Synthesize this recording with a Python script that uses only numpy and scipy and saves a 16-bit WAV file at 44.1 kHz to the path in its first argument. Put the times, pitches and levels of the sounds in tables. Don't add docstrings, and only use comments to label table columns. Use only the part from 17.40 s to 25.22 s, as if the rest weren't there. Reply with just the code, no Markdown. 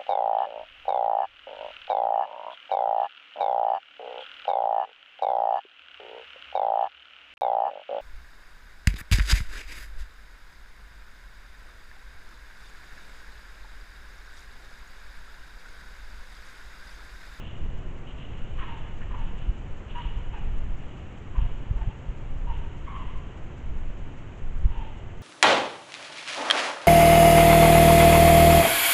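import sys
import numpy as np
from scipy import signal
from scipy.fft import rfft, irfft, next_fast_len
from scipy.io import wavfile
from scipy.ndimage import map_coordinates

SR = 44100
rng = np.random.default_rng(int(sys.argv[2]) if len(sys.argv) > 2 else 0)


def generate_wav(sig):
    pcm = np.round(np.clip(np.atleast_2d(sig).T, -1, 1) * 32767).astype(np.int16)
    wavfile.write(sys.argv[1], SR, pcm)


N = 344862
TIME = np.arange(N) / SR

# (time [s], level [dB])
DRAUGHT_LEVEL = [(0, -35), (.24, -27.5), (.45, -35.5), (1.02, -28), (1.2, -22.5), (1.5, -30), (1.85, -27),
                 (2.35, -31.5), (2.8, -24.5), (3.15, -30), (3.75, -36), (4.05, -25), (4.6, -34.5),
                 (5, -28.5), (5.9, -32.5), (6.9, -38), (7.25, -22.5), (7.6, -34.5)]
# (frequency [Hz], level [dB])
DRAUGHT_SPECTRUM = [(8, 2), (18, 4.5), (35, -4), (60, -8.5), (100, -26.5), (200, -32), (600, -95.5)]
# (frequency [Hz], level [dB])
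FLOOR_SPECTRUM = [(20, 4), (80, 2.5), (200, -5), (400, -10.5), (700, -15.5), (1500, -20.5), (2500, -24),
                  (3000, -24.5), (3500, -34.5), (4200, -44.5), (5200, -63), (8000, -77.5)]
def night(gust_db=3.5, gust_rate=2.8):
    draught_db = np.interp(TIME, *np.transpose(DRAUGHT_LEVEL)) + gust_db * wobble(gust_rate)
    return amp(draught_db) * noise(DRAUGHT_SPECTRUM) + amp(-41.5) * noise(FLOOR_SPECTRUM)


# (frequency [Hz], level [dB])
FIZZ_SPECTRUM = [(2500, -14.5), (4000, -5), (5100, -9.5), (6000, -4), (6800, 0), (7600, -3.5), (8300, -13),
                 (8900, -28.5), (15000, -32.5)]
def fizz(frame_hz=20, flicker=0.1, surge=0.4):
    frames = (TIME - .029) * frame_hz
    fourth = np.abs(np.mod(frames, 4) - 3.1) < .25
    swell = 1 + flicker * np.cos(2 * np.pi * frames) + surge * fourth
    return amp(-72) * swell * noise(FIZZ_SPECTRUM)


# (frequency [Hz], rms level [dB])
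HUM_LINES = [(80, -49.5), (100, -50.5), (120, -52.5), (140, -54), (160, -59.5), (180, -67), (220, -62.5),
             (360, -68), (380, -71), (560, -70)]
def hum(drift_rad=1.0, waver_db=1.8):
    lines = np.zeros(N)
    for hz, db in HUM_LINES:
        phase = 2 * np.pi * (hz * TIME + rng.random()) + drift_rad * wobble(rate=3)
        lines += amp(db + waver_db * wobble(rate=4)) * unit(np.sin(phase))
    return lines


# (time [s], low swing [dB], knock [dB])
NEAR_THUMPS = [(2.094, -13, -24), (2.664, -19, -30), (2.774, -16.5, -34), (3.984, -13, -25),
               (4.027, -13, -19), (4.059, -15, -21), (4.311, -17, -15), (4.364, -16, -27),
               (4.421, -17, -26), (4.48, -15.5, -17), (4.699, -19.5, -38), (7.255, -9, -17)]
def thumps(swing_hz=35.9, knock_hz=87.3, decay_cycles=0.24):
    out, t = np.zeros(N), np.arange(-SR // 8, SR // 8) / SR
    for s, swing_db, knock_db in NEAR_THUMPS:
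        for hz, db in (swing_hz, swing_db), (knock_hz, knock_db):
            wave = np.sin(2 * np.pi * hz * t + rng.uniform(0, 2 * np.pi))
            add(out, s + t[0], amp(db) * wave / np.cosh(t * hz / decay_cycles))
    return out


def resonance(hz, centre, width):
    return 1j * hz * width / (centre ** 2 - hz ** 2 + 1j * hz * width)


# (frequency [Hz], width [Hz], level [dB])
PORT_RINGS = [(2885, 37, -6), (3160, 24, -8.5)]
def port(hz):
    return 1 + sum(amp(db) * resonance(hz, centre, width) for centre, width, db in PORT_RINGS)


# (frequency [Hz], time to fall 60 dB [s])
WOOD_DECAY = [(200, 0.83), (950, 1.2), (3000, 1.8), (8000, 0.67)]
def trunks(x, build_s=0.018):
    hz, t, spectra = signal.stft(rng.standard_normal(SR), SR, nperseg=256)
    fade = amp(-60 * t / along(WOOD_DECAY, hz)[:, None]) * (1 - np.exp(-t / build_s))
    tail = signal.istft(spectra * fade, SR, nperseg=256)[1]
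    return signal.fftconvolve(x, tail / np.linalg.norm(tail))[:N]


# (frequency [Hz], level [dB])
AIR_SPECTRUM = [(400, -36), (800, -15.5), (1150, 2.5), (1420, -3), (1750, 0.5), (2050, -5), (2450, -4.5),
                (2950, -4), (3400, -15.5), (4200, -28.5), (5500, -60.5)]
def tick(at_s=1.6):
    crunch = unit(filtered(noise(AIR_SPECTRUM), lambda hz: resonance(hz, centre=1830, width=550)))
    return amp(-47) * burst(TIME - at_s, length=.028, attack=.018, release=.014) * crunch


# (time [s], length [s], level [dB])
FAR_SWISHES = [(-.02, 0.13, -50), (.662, 0.037, -50.5), (.767, 0.084, -51), (0.895, 0.32, -58.5),
               (1.963, .07, -53.5), (2.474, 0.13, -51), (3.377, 0.25, -61)]
# (frequency [Hz], level [dB])
SWISH_SPECTRUM = [(700, -36), (1400, -9.5), (2300, -9.5), (2700, -1.5), (2950, 1.5), (3200, -5),
                  (3600, -13.5), (4300, -29), (5500, -55)]
def swishes(grain_db=2, lag_s=0.043, linger_s=.03, release_s=0.027):
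    swells, t = np.zeros(N), np.arange(SR // 2) / SR
    for s, length, *_, hiss_db in DEER_SNORTS:
        add(swells, s + lag_s, amp(hiss_db) * burst(t, length + linger_s, attack=.05, release=release_s))
    for s, length, db in FAR_SWISHES:
        add(swells, s, amp(db) * burst(t, length, attack=.02, release=release_s))
    hiss = unit(noise(SWISH_SPECTRUM) * amp(grain_db * wobble(rate=200)))
    return amp(-2) * swells * hiss


# (frequency [Hz], level [dB])
NOSE_RESPONSE = [(1700, -7.5), (1950, -7.5), (2200, 2.5), (2650, -2.5), (2950, -3.5), (3250, -13),
                 (3600, -17)]
# (time [s], length [s], rise [s], whistle [dB], pitch [Hz],
# fall of pitch [0-1], overtone gain [dB], rush of air [dB], trailing hiss [dB])
DEER_SNORTS = [(1.169, .066, .03, -41, 1151, 0.14, -17, -43.5, -51.5),
               (1.261, .082, 0.047, -38.5, 946, 0.05, -23, -52, -56),
               (1.696, .12, .02, -42, 1036, .13, -26, -53, -56),
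               (2.539, 0.064, 0.028, -36, 993, .045, -12.5, -47.5, -50),
               (2.921, 0.06, 0.016, -41.5, 900, .075, -8, -49.5, -63),
               (3.934, 0.056, 0.04, -39.5, 1052, 0.12, -19.5, -50.5, -53.5),
               (4.012, 0.028, 0.025, -44.5, 912, 0.23, -16, -60, -60.5),
               (4.358, 0.073, .019, -44.5, 964, 0.2, -20, -56.5, -59),
               (5.048, 0.0634, 0.053, -35.5, 1016, .06, -19, -52, -53.5),
               (5.452, 0.19, 0.023, -39.5, 1092, 0.08, -13.5, -56.5, -56.5),
               (7.241, 0.19, 0.16, -41, 940, 0.06, -17, -57, -56)]
def snorts(flutter_db=2.5, waver=.45, release_s=0.024, sag_curve=1.59):
    whistles, blast, t = np.zeros(N), np.zeros(N), np.arange(SR // 2) / SR
    for s, length, rise, db, hz, fall, overtone_db, air_db, _ in DEER_SNORTS:
        pressure = burst(t, length, rise, release_s) * amp(flutter_db * wobble(rate=97, count=len(t)))
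        pitch = hz * (1 - fall * np.minimum(t / length, 1) ** sag_curve)
        width_hz = 47 + 460 * fall
        eddy_share = 0.092 + 3.6 * fall
        shake = waver * width_hz * wobble(rate=260, count=len(t))
        phase = 2 * np.pi * np.cumsum(pitch + shake) / SR
        eddies = wobble(rate=400, count=len(t)) * np.cos(phase)
        eddies += wobble(rate=320, count=len(t)) * np.sin(phase)
        overtones = sum(amp(along(NOSE_RESPONSE, k * pitch)) * np.sin(k * phase) for k in (2, 3))
        tone = np.sin(phase) + eddy_share * eddies + amp(overtone_db) * overtones
        add(whistles, s, amp(db) * pressure * unit(tone))
        add(blast, s, amp(air_db) * pressure)
    return amp(-4.5) * whistles + amp(-0.5) * blast * noise(AIR_SPECTRUM)


def scene():
    deer = snorts() + swishes() + tick()
    distant = filtered(amp(-1) * deer + amp(-7) * trunks(deer), port)
    return (distant + thumps() + night() + hum() + fizz())[None]


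def record(dry, top_hz=15700):
    return np.array([filtered(channel, lambda hz: hz < top_hz) for channel in dry])


def amp(db):
    return 10 ** (np.asarray(db) / 20)


def unit(x):
    return x / np.sqrt(np.mean(np.abs(x) ** 2) + 1e-20)


def along(points, hz):
    f, v = np.transpose(points)
    return np.interp(np.log(hz + 1), np.log(np.abs(f) + 1), v)


def filtered(x, response):
    size = next_fast_len(len(x) + SR // 4)
    return irfft(rfft(x, size) * response(np.fft.rfftfreq(size, 1 / SR)), size)[:len(x)]


def noise(spectrum):
    return unit(filtered(rng.standard_normal(N), lambda hz: amp(along(spectrum, hz))))


def wobble(rate, count=N):
    knots = rng.standard_normal(8192)
    return map_coordinates(knots, [np.arange(count) * rate / SR], mode="wrap")


def burst(t, length, attack, release):
    rise = np.sin(np.pi / 2 * np.clip(t / attack, 0, 1)) ** 2
    return rise * np.exp(-np.maximum(t - length, 0) / release)


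def add(track, s, sound):
    start = round(s * SR)
    part = sound[max(-start, 0):N - start]
    track[max(start, 0):][:len(part)] += part


dry = scene()
out = record(dry)
generate_wav(out)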